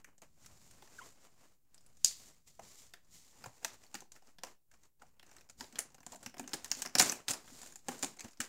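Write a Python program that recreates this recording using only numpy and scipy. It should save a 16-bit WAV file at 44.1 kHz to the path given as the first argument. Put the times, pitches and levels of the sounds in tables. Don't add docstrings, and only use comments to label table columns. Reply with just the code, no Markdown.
import sys
import numpy as np
from scipy import signal
from scipy.fft import rfft, irfft, next_fast_len
from scipy.io import wavfile
from scipy.ndimage import uniform_filter1d, map_coordinates

SR = 44100
rng = np.random.default_rng(int(sys.argv[2]) if len(sys.argv) > 2 else 0)


def amplitude_ratio(level_db):
    exponent = np.asarray(level_db, float) / 20
    return 10 ** exponent


def int16_out(signal):
    q = np.round(np.clip(np.atleast_2d(signal).T, -1, 1) * 32767)
    wavfile.write(sys.argv[1], SR, q.astype(np.int16))


N = 373968


def along(points, hz, column=1):
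    rows = np.array(points)
    return np.interp(np.log(hz + 1), np.log(rows[:, 0] + 1), rows[:, column])


def unit(x):
    return x / np.sqrt(np.mean(x ** 2) + 1e-20)


def peak(x):
    return x / np.max(np.abs(x))


def hiss(spectrum, size=N):
    m = next_fast_len(size)
    gain = amplitude_ratio(along(spectrum, np.fft.rfftfreq(m, 1 / SR)))
    return unit(irfft(rfft(rng.standard_normal(m)) * gain, m)[:size])


def wobble(rate):
    knots = rng.standard_normal(int(N * rate / SR) + 4)
    return map_coordinates(knots, [np.arange(N) * rate / SR])


def ring(modes, t, spread, rise):
    x = np.zeros(len(t))
    for hz, t60 in modes:
        detune, level = rng.standard_normal(2)
        decay = amplitude_ratio(4 * level - 60 * t / t60)
        x += decay * np.sin(2 * np.pi * hz * (1 + spread * detune) * t)
    return peak(x * (1 - np.exp(-t / rise)))


def add(track, s, x):
    track[max(round(s * SR), 0):][:len(x)] += x


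# frequency in Hz, level in dB per Hz.
SELF_NOISE = [(180, -31.5), (300, 1.5), (1480, -17), (4160, -14), (6620, -11.5), (16000, -4.5)]


def self_noise():
    return amplitude_ratio(-83.0) * hiss(SELF_NOISE)


# frequency in Hz, time to fall 60 dB in seconds, level in dB.
ROOM = [(200, 0.32, -0.5), (600, 0.24, -3), (1500, 0.22, -2), (4000, 0.28, -5), (7000, 0.21, -5),
        (14000, 0.13, 2.5)]


def tails(count):
    hz, t, z = signal.stft(rng.standard_normal((count, 14000)), SR, nperseg=256)
    decay_db = along(ROOM, hz, column=2)[:, None] - 60 * t / along(ROOM, hz)[:, None]
    x = signal.istft(z * amplitude_ratio(decay_db), SR, nperseg=256)[1][:, :14000]
    return x / np.linalg.norm(x, axis=1, keepdims=True)


# delay in seconds, level in dB.
WALLS = [(.0045, -16.5), (0.013, -23), (.035, -25.5)]


def room(hit, diffuse, wet_db):
    age = np.arange(len(diffuse)) / SR
    tail = amplitude_ratio(wet_db) * diffuse * (1 - np.exp(-age / 0.0098))
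    early = np.zeros(3000)
    for delay, db in WALLS:
        early += amplitude_ratio(db + rng.normal(-15, 3) - 60 * np.abs(age[:3000] - delay) / 0.013)
    tail[:3000] += early * rng.standard_normal(3000)
    energy = np.cumsum(np.abs(rfft(hit, 16384)) ** 2)
    k = np.arange(8193)
    low, high = k / 1.1 - 10, np.minimum(k * 1.1 + 10, 8192)
    colour = np.sqrt((np.interp(high, k, energy) - np.interp(low, k, energy)) / (high - low))
    out = irfft(rfft(np.pad(tail, (40, 0)), 16384) * colour, 16384)[:15000]
    out[:len(hit)] += hit
    return out


# moment of most pressure in
# seconds, seconds to rise 20 dB, seconds to fall 20 dB, slide level in dB, rustle against the slide in dB.
STROKES = [(0.005, 0.2, 0.02, -74.5, 4.5), (0.081, 0.062, 0.1, -82.4, 8.5), (0.223, 0, 0.05, -69, 7.7),
           (0.448, 0.13, 0.78, -67.5, -2.5), (0.687, 0.45, 0.1, -77, -9.5),
           (1.075, 0.3, 0.07, -60.5, -2.2), (1.251, 0.13, 0.054, -67, 1), (1.438, 0.15, 0.12, -70, 1),
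           (1.774, 0.1, 0.36, -78.9, 2.5), (2.104, 0.09, 0.18, -54.5, -22),
           (2.283, 0.24, 0.14, -65.5, -2), (2.479, 0.02, 0.13, -66, -9), (2.631, 0.04, 0.53, -70, 0.5),
           (2.787, 0.173, 0.12, -60.0, -18.0), (3.142, 0.05, 0.55, -64, -21.0),
           (3.428, 0.283, 0.2, -75.5, 7.5), (3.745, 0.202, 0.028, -63, 0.6),
           (3.857, 0.13, 0.04, -69.5, 0), (3.972, 0.12, 0.073, -64.5, -3),
           (4.162, 0.038, 0.055, -68.1, -1.5), (4.309, 0.15, 0.053, -71, 0.5),
           (4.488, 0.08, 0.0653, -64.5, 4), (4.745, 0.041, 0.043, -76.1, 4.5),
           (4.855, 0.1, 0.05, -76.0, 1.7),
           (5.013, 0.02, 0.17, -76.4, 2), (5.244, 0.02, 0.346, -81.0, 3.8), (5.396, 0.3, 0.1, -77, 6),
                (5.601, 0.0257, 0.13, -58.5, -10.5), (5.79, 0.08, 0.16, -66.5, 8.0),
                (6.149, 0.1, 0, -59, -1.5), (6.249, 0.1, 0.06, -65, -5.0), (6.46, 0.15, 0.7, -80.4, 7.6),
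                (6.645, 0.351, 0.15, -66, 0.9), (6.794, 0.075, 0.064, -53.5, -5.3),
                (7.006, 0.01, 0.1139, -34.5, -13), (7.091, 0.139, 0.11, -50, 7.5),
                (7.297, 0.0142, 0.04, -39, -8), (7.352, 0.07, 0.1, -60.6, 5.5),
                (7.62, 0.21, 0.16, -54.5, -7.3), (7.913, 0.06, 0.13, -55.5, 0.5),
                (8.065, 0.098, 0.075, -51.5, -2.2), (8.253, 0.057, 0.08, -61, 1.8),
                (8.447, 0.06, 0.092, -59.0, -1)]


def strokes():
    roundness = 1.164
    t = np.arange(0, N, 32) / SR
    s, rise_s, fall_s, db, rustle_db = np.transpose(STROKES)[:, :, None]
    distance = np.abs(t - s) / np.where(t < s, rise_s, fall_s)
    swell = amplitude_ratio(db - 20 * distance ** roundness)
    return [np.interp(np.arange(N) / SR, t, gain.sum(axis=0)) for gain in (swell, amplitude_ratio(rustle_db) * swell)]


# frequency in Hz, level in dB per Hz.
RUMBLE = [(8.8, -21.5), (15, -5.5), (27, -13), (151, -14.5), (269, -22.5), (400, -33.5), (520, -52),
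          (880, -120)]
# time in seconds, rumble level in dB.
SHAKE = [
    (0.0, -72),
    (0.9, -73),
    (1.5, -79),
    (1.96, -74.5),
    (2.4, -77),
    (3.4, -74.5),
    (4.6, -80),
    (5.4, -74),
    (7.04, -76),
    (8.48, -82),
]


def shaking(grip, slide_gain):
    level_db = np.interp(np.arange(N) / SR, *np.transpose(SHAKE))
    shake = amplitude_ratio(level_db + 1.2 * grip + 2.5 * wobble(9.9))
    return shake * slide_gain ** .26 * amplitude_ratio(20.5) * hiss(RUMBLE)


# frequency in Hz, level in dB per Hz.
SLIDE = [(1180, -37), (2000, -10), (2650, -12.5), (4510, -6.5), (7070, -4.5), (11200, -15.5),
         (15100, -15.5), (16500, -30)]
# frequency in Hz, level in dB per Hz.
RUSTLE = [(130, -31), (230, 0.5), (401, -2), (908, -3.5), (1290, -6), (3000, -12.5), (3900, -39.5),
          (6600, -120)]


def hands():
    slide_gain, rustle_gain = strokes()
    grip = wobble(25)
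    slips = (rng.random(N) < 80 / SR) * rng.random(N)
    slip_decay = np.exp(-1 / (.0015 * SR))
    ticks = amplitude_ratio(1.5 * wobble(500)) + 1.1 * signal.lfilter([1], [1, -slip_decay], slips)
    slide = slide_gain * amplitude_ratio(1.8 * grip) * unit(ticks * hiss(SLIDE))
    rustle = rustle_gain * amplitude_ratio(1.1 * grip + 2.1 * wobble(48)) * unit(ticks * hiss(RUSTLE))
    return slide + rustle + shaking(grip, slide_gain)


# time in seconds, level in dB, pitch in Hz.
THUDS = [
    (3.47, -51, 55),
    (6.27, -47.5, 114.4),
    (6.54, -41.5, 140),
    (7.0, -38.5, 115),
    (7.3, -44, 124),
    (7.89, -47, 168.3),
    (8.035, -44, 130),
    (8.245, -43, 105),
    (8.4, -39.5, 115),
]


def thuds():
    out, t = np.zeros(N + SR), np.arange(4096) / SR
    for s, db, hz in THUDS:
        push = ring([(hz, .045), (2.197 * hz, .075)], t, spread=.01, rise=.006)
        add(out, s - .003, amplitude_ratio(db) * push)
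    return out[:N]


# time in seconds, pitch in Hz, level in dB.
SQUEAKS = [
    (0.033, [(.984, 1600, -60), (.991, 1540, -40.5), (.9945, 1500, -49), (.9965, 1400, -44), (1.001, 1300, -55), (1.003, 1180, -52), (1.008, 1100, -70)]),
    (0.33, [(1.008, 830, -70), (1.013, 960, -54), (1.021, 1090, -50.5), (1.028, 1060, -56.5), (1.032, 1000, -53), (1.039, 900, -72)]),
    (.1, [(5.016, 1500, -70.5), (5.022, 1430, -51), (5.026, 935, -70.5), (5.034, 773, -54), (5.05, 750, -72)]),
    (0.91, [(8.188, 1980, -58), (8.195, 2095, -55), (8.203, 2085, -64), (8.21, 2280, -53), (8.228, 2320, -63)]),
]


def squeak():
    out, waver, flutter = np.zeros(N), wobble(390), wobble(250)
    for bright, rows in SQUEAKS:
        s, hz, db = np.transpose(rows)
        span = np.arange(round(s[0] * SR), round(s[-1] * SR))
        pitch = np.interp(span / SR, s, hz) * (1 + 0.053 * waver[span])
        phase = 2 * np.pi * np.cumsum(pitch) / SR
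        tone = np.sin(phase) + bright * (np.sin(2 * phase) + np.sin(3 * phase))
        out[span] = amplitude_ratio(np.interp(span / SR, s, db) + 1.3 * flutter[span]) * tone
    return out


# frequency in Hz, time to fall 60 dB in seconds.
BOX = [(251, 0.065), (194, .04), (302.6, 0.048), (377, 0.049)]
# time in seconds, panel level in dB, panel pitch in Hz, box against it in dB.
KNOCKS = [(2.594, -47.5, 747, -23), (3.46, -50, 774, -16), (5.732, -65, 762, 6), (5.982, -63.5, 1130, -16),
          (6.13, -50, 730, -20), (6.151, -51, 714, -25), (6.222, -62, 690, -6), (6.396, -47.5, 730, 4.5),
          (6.441, -67, 742, 7.5), (7.522, -83, 703, 24.5), (8.25, -59.5, 803, -5)]


def knocks():
    out, t = np.zeros(N + SR), np.arange(4096) / SR
    for (s, db, hz, box_db), decay in zip(KNOCKS, tails(count=len(KNOCKS))):
        hit = ring([(hz, .028), (1.22 * hz, .02), (0.914 * hz, .02)], t, spread=0.0055, rise=0.006)
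        hit += amplitude_ratio(box_db + 1) * ring(BOX[:1], t, spread=0.028, rise=0.0033)
        add(out, s - .0015, amplitude_ratio(db + 2.5) * room(hit, decay, wet_db=-3.5))
    return out[:N]


# frequency in Hz, level in dB.
TOP = [(7000, -31), (10000, 1.5), (13000, -5.5), (15500, -10), (16500, -37)]


def crack(hz, db, film, tab, t):
    rupture_s = .0006 * np.exp(0.08 * db)
    u = t / rupture_s
    burst = u * np.exp(-u) + 0.04 * np.exp(-t / 0.0063)
    hit = peak(burst * hiss(film, size=len(t)))
    hit += amplitude_ratio(-6.5) * ring([(hz, 0.015), (1.28 * hz, .008)], t, spread=.015, rise=0.00036)
    top_db = (-17 if tab else -20) + 2.9 * rng.standard_normal()
    hit += amplitude_ratio(top_db) * peak(burst * hiss(TOP, size=len(t)))
    return peak(hit)


# frequency in Hz, level in dB.
FLAP = [(700, -31.5), (1300, -3), (1720, -1), (2700, -9), (4000, -19.5)]
# frequency in Hz, time to fall 60 dB in seconds.
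LID = [(1700, 0.033), (2650, 0.034), (5400, 0.026)]
# frequency in Hz, time to fall 60 dB in seconds.
PANEL = [(560, 0.03), (650, 0.013), (735, 0.045), (860, 0.034), (1000, 0.028), (1150, 0.0079)]


def box_body(flap_db, panel_db, loose, t):
    flap = t * np.exp(-t / 0.0022) * hiss(FLAP, size=len(t))
    box_db = panel_db - 8.5 + 6 * loose + 2.5 * rng.standard_normal()
    body = amplitude_ratio(flap_db + 1.5) * peak(flap)
    body += amplitude_ratio(flap_db - 4) * ring(LID, t, spread=0.07, rise=0.00057)
    body += amplitude_ratio(panel_db + 1.5) * ring(PANEL, t, spread=0.05, rise=0.0018)
    return body + amplitude_ratio(box_db) * ring(BOX, t, spread=.05, rise=0.0037)


# multiple of the crease pitch, level in dB.
CRACK = [(.25, -34), (.5, -9.5), (.8, -3.5), (1, 0), (1.25, -4), (1.6, -14.5), (2.4, -21), (4, -26)]
# time in seconds,
# crack peak in dB, flap against the crack in dB, panel against the crack in dB, crease pitch in Hz.
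TAB = [
    (2.0458, -15.5, -45.5, -50, 6700),
    (2.0464, -8, -37.5, -47.5, 4900),
    (2.0468, -13, -45, -48, 6800),
    (2.0506, -19, -55, -60, 5410),
    (2.0588, -23, -55, -60, 5800),
]
# time in seconds, crack peak in
# dB, flap against the crack in dB, panel against the crack in dB, crease pitch in Hz.
CREASES = [(0.045, -41, -5, -27, 6350), (0.1802, -55.5, -12.5, -17, 6550), (0.219, -41.5, -13.5, -15, 6370),
           (0.4453, -54.5, -5.1, -18, 5400), (0.4611, -41.5, -10.5, -31, 6720),
           (0.7116, -45.5, -14, -33.5, 6570), (0.8228, -47.6, -6.0, -7.6, 3550),
           (0.875, -52.4, -6.0, -16.9, 4670), (1.7448, -45.3, -24, -34.5, 8010),
           (1.7795, -48.1, -33.7, -27.9, 5050), (1.8082, -57.2, -27.2, -20, 7040),
           (1.864, -48.5, -23.3, -24.7, 8050), (1.9702, -55.6, -15.7, -17.9, 6650),
           (2.5947, -44, -5, -2.8, 6270), (2.6342, -47, -21, -19, 5510), (2.9372, -36, -7.5, -23, 3620),
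           (3.0463, -64.5, -20.3, -19.8, 6010), (3.1088, -60, -18.5, -21, 6460),
            (3.4406, -38.5, -3.5, -8.5, 4910), (3.4598, -41.5, -8, -2, 7320),
            (3.6294, -47.5, -6.2, -6.5, 6830), (3.6472, -18.5, -12.7, -21.3, 6200),
            (3.7028, -45.2, -29, -17.6, 3600), (3.8345, -59, -3.2, -12.5, 4910),
            (3.865, -49, -20.1, -37, 4520), (3.9434, -30, -12.5, -15.0, 6780),
            (3.9519, -33.5, -3.0, -16.4, 4700), (4.006, -36.5, -25, -41.2, 6070),
            (4.0198, -49.2, -11, -1.5, 5810), (4.1196, -39.2, -23.5, -30.1, 6100),
            (4.1614, -51.0, -2.5, -20.0, 5640), (4.2231, -58, -9.1, -4, 5250),
            (4.2709, -58.4, -20.8, -24.2, 5070), (4.3853, -44, -8.5, -14.7, 3550),
            (4.4353, -27.8, -10.5, -11.5, 5810), (4.449, -43.0, -22.8, -17.1, 5880),
            (4.7143, -57.8, -2, -18, 6480), (4.7383, -62.2, 0.5, -12.4, 6070),
            (4.8346, -55.6, -10.2, -14, 6370), (4.9972, -67, -5.5, -8.0, 3700),
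           (5.0196, -53.3, -0.5, -1.8, 6090), (5.0669, -61.2, -21.0, -23.6, 5790),
           (5.0823, -67.9, -15.2, -12, 5840), (5.1962, -43.5, -7.5, -21, 3230),
           (5.2286, -49, -2.5, -14, 4030), (5.2648, -53.5, -16.4, -20.7, 6440),
           (5.2924, -56.9, -6.9, -14, 5840), (5.3141, -45.7, -9.5, -14.1, 5700),
           (5.3288, -59.5, -9.7, -26.7, 5880), (5.3364, -60.2, -17.5, -11.2, 6800),
           (5.3507, -60.4, -5.9, -26.7, 5960), (5.366, -40.5, -12.5, -46.7, 6400),
           (5.3842, -48, -14.6, -22, 4090), (5.4097, -47.5, -7, -17, 5750),
           (5.49, -52.5, -11.8, -14.7, 5340), (5.4974, -45.5, -7.5, -15.0, 7020),
           (5.5889, -52.5, -20.5, -22, 5150), (5.599, -52.5, -3.5, -7, 5250),
           (5.6085, -29.5, -12.5, -16, 5000), (5.6271, -42.1, -16.3, -13, 6440),
           (5.6425, -42, -10.0, -11.5, 3880), (5.7255, -45.5, -10, -23.9, 5900),
           (5.7573, -31.5, -16.3, -26.5, 3330), (5.7864, -32, -4, -17.5, 7800),
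           (5.7903, -16.5, -19, -32.5, 7420), (5.8039, -34.0, -28.8, -23, 7700),
           (5.903, -60.8, -8.8, -6, 6180), (5.9196, -56.6, -12.6, -15.0, 6010),
           (5.9455, -46.5, -8.3, -11.5, 6550), (5.9825, -53, -6.6, -7, 5080),
           (6.0048, -47.7, -14, -13.7, 6180), (6.0311, -50.0, -4.0, -13.5, 7260),
           (6.0652, -32, -16.3, -17.3, 7220), (6.1583, -44.3, -12, -15, 7400),
           (6.207, -57, -14.2, -7, 5490), (6.262, -28.9, -10, -19.7, 5860),
           (6.3415, -56.4, 9.5, 5, 3270), (6.3682, -48.4, -1.6, -5.1, 3360), (6.3821, -37, -14.1, -20, 5300),
          (6.3958, -30, -10.5, -15.5, 6800), (6.44, -51.2, 2.3, -7.0, 3470),
          (6.4768, -34.8, -11, -20.5, 6330), (6.493, -39.0, -13.9, -21.1, 5450),
          (6.5168, -49.9, -1, -10.4, 3360), (6.534, -22, -17.5, -23, 5200), (6.6455, -26.5, -17, -28, 6030),
          (6.6583, -41, -6.2, -12.8, 5170), (6.7033, -40.5, -22, -22, 6740),
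          (6.7156, -15, -17.5, -30.5, 5480), (6.7494, -38.5, -21.8, -22.7, 6830),
          (6.7701, -38.5, -24.3, -21, 6870), (6.8201, -22.5, -15.1, -24.5, 6330),
          (6.8516, -35, -4.7, -10.1, 5280), (6.8601, -26.5, -11.5, -17.5, 5400),
           (6.953, -12.5, -11.5, -20.5, 5420),
    (6.982, -25.7, -13, -15, 5800),
    (6.9851, -13.1, -30, -30.7, 6000),
    (6.9968, -7, -15, -20.5, 5480),
    (7.0224, -12.5, -15.5, -25.3, 6890),
    (7.0968, -16, -22.5, -32.3, 6090),
    (7.1216, -22.1, -13, -21, 7900),
           (7.2826, -19.5, -14, -28, 4080), (7.3082, -17.0, -17.8, -28.2, 7020),
             (7.3364, -25, -16.4, -23, 5300), (7.4436, -55.2, -5.7, -2.5, 4800),
             (7.4777, -58, 5.5, -9.2, 6600), (7.4814, -48, -6, -21, 3380), (7.496, -53.3, -12.7, -9, 4690),
             (7.6168, -38, -21.5, -28.8, 7860), (7.6613, -43, -8, -21.6, 6550),
             (7.724, -38, -18, -26, 6910), (7.7361, -50.6, -29.5, -29.3, 6910),
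             (7.7576, -36.5, -16.5, -23, 7000), (7.7912, -50.8, -29, -25, 6830),
             (7.8459, -62, -12.5, -10, 6980), (7.8847, -24.5, -10.5, -7.5, 6520),
             (8.0273, -21.5, -11.2, -21.3, 7160), (8.0385, -25, -19.5, -16.3, 7000),
             (8.0458, -22.5, -24, -19.5, 6740), (8.1669, -55, -10.4, -14.6, 7450),
             (8.1705, -46.5, -10, -12.5, 7170), (8.2068, -30.5, -16.1, -29.0, 6180),
             (8.2445, -41.5, -4.3, -10, 6120), (8.2826, -49, -5, -12, 5450),
             (8.3095, -54.8, -13, -28.0, 6520), (8.3189, -54.5, -20.1, -13, 7540),
             (8.3325, -52.6, -10.3, -23.1, 5170), (8.3728, -50.7, -13.2, -17.8, 5000),
             (8.4034, -22.5, -6, -32.9, 7550), (8.4154, -30, -21.0, -27, 5660),
           (6.1206, -41, -23.4, -21, 7200), (6.135, -50.7, -8, -15.1, 7000),
             (6.2288, -46, -5, -7.7, 7700), (6.5384, -23.0, -16.5, -18.3, 6540),
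             (6.5425, -25.7, -17, -18, 7000), (6.9878, -17.8, -23, -33, 5600),
             (6.9935, -16, -24.0, -32, 9500), (6.9993, -8.0, -11.5, -23.5, 4000),
             (7.0018, -14, -12.5, -20, 6000), (7.0074, -18.3, -9.1, -13.5, 7300),
             (7.0117, -13, -14.0, -19.7, 7200), (7.0255, -18.5, -13.5, -18, 6470),
             (7.0587, -25.6, -19.5, -25.3, 7000), (7.1185, -27.2, -15, -19, 9000),
             (7.287, -20.5, -16, -28.0, 6480), (7.3017, -32, -15, -19, 7500),
             (7.3133, -22, -20.6, -26, 7300), (7.3345, -30, -23.3, -29.6, 9950),
             (7.631, -40.5, -10, -12, 7000), (7.672, -40.4, -16, -37, 7400),
             (7.8885, -29.4, -7.5, -7, 6550), (7.917, -38, -15.3, -26.8, 7000),
             (7.992, -38, -23.4, -31.4, 7500), (8.032, -22.5, -14.5, -17.3, 7120),
             (8.1948, -32.5, -15, -24.5, 6200), (8.4072, -26.6, -6, -20, 5960)]


def snaps():
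    out, t = np.zeros(N + SR), np.arange(4096) / SR
    film_hz, loose_s = 6430, 5.55
    decays = tails(count=16)
    creases = TAB + CREASES
    for k, (s, db, flap_db, panel_db, hz) in enumerate(creases):
        tab = k < len(TAB)
        film = np.array(CRACK) * [np.sqrt(hz * film_hz), 1.7 if tab else 1]
        hit = crack(hz, db, film, tab, t) + box_body(flap_db, panel_db, s > loose_s, t)
        heard = room(hit, decays[k % len(decays)], wet_db=-3.5 if tab else -6)
        add(out, s - .0002, amplitude_ratio(db - 0.59) * heard)
        lead_in = np.hanning(260) * hiss(film, size=260)
        add(out, s - .005, amplitude_ratio(db - 40) * lead_in)
    return out[:N]


def scene():
    return (hands() + thuds() + squeak() + knocks() + snaps())[None]


def top_cut(x):
    return signal.sosfilt(signal.butter(12, 16850, fs=SR, output="sos"), x)


def record(dry):
    x = dry + self_noise()
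    f, port_hz, width_hz = np.fft.rfftfreq(N, 1 / SR), 7200, 900
    port = 1 + 0.54 * 1j * f * width_hz / (port_hz ** 2 - f ** 2 + 1j * f * width_hz)
    edge = np.interp(f, [15700, 15900, 16600, 16700], [1, .07, .07, 0])
    level_db = 10 * np.log10(np.abs(uniform_filter1d(x ** 2, size=2000)) + 1e-12)
    gate = np.interp(level_db, [-84, -72], [.2, 1])
    drift = (-.0007 + .0002 * wobble(2.5)) * gate
    mix = irfft(rfft(x) * port * edge, N) + drift
    return top_cut(mix)


dry = scene()
out = record(dry)
int16_out(out)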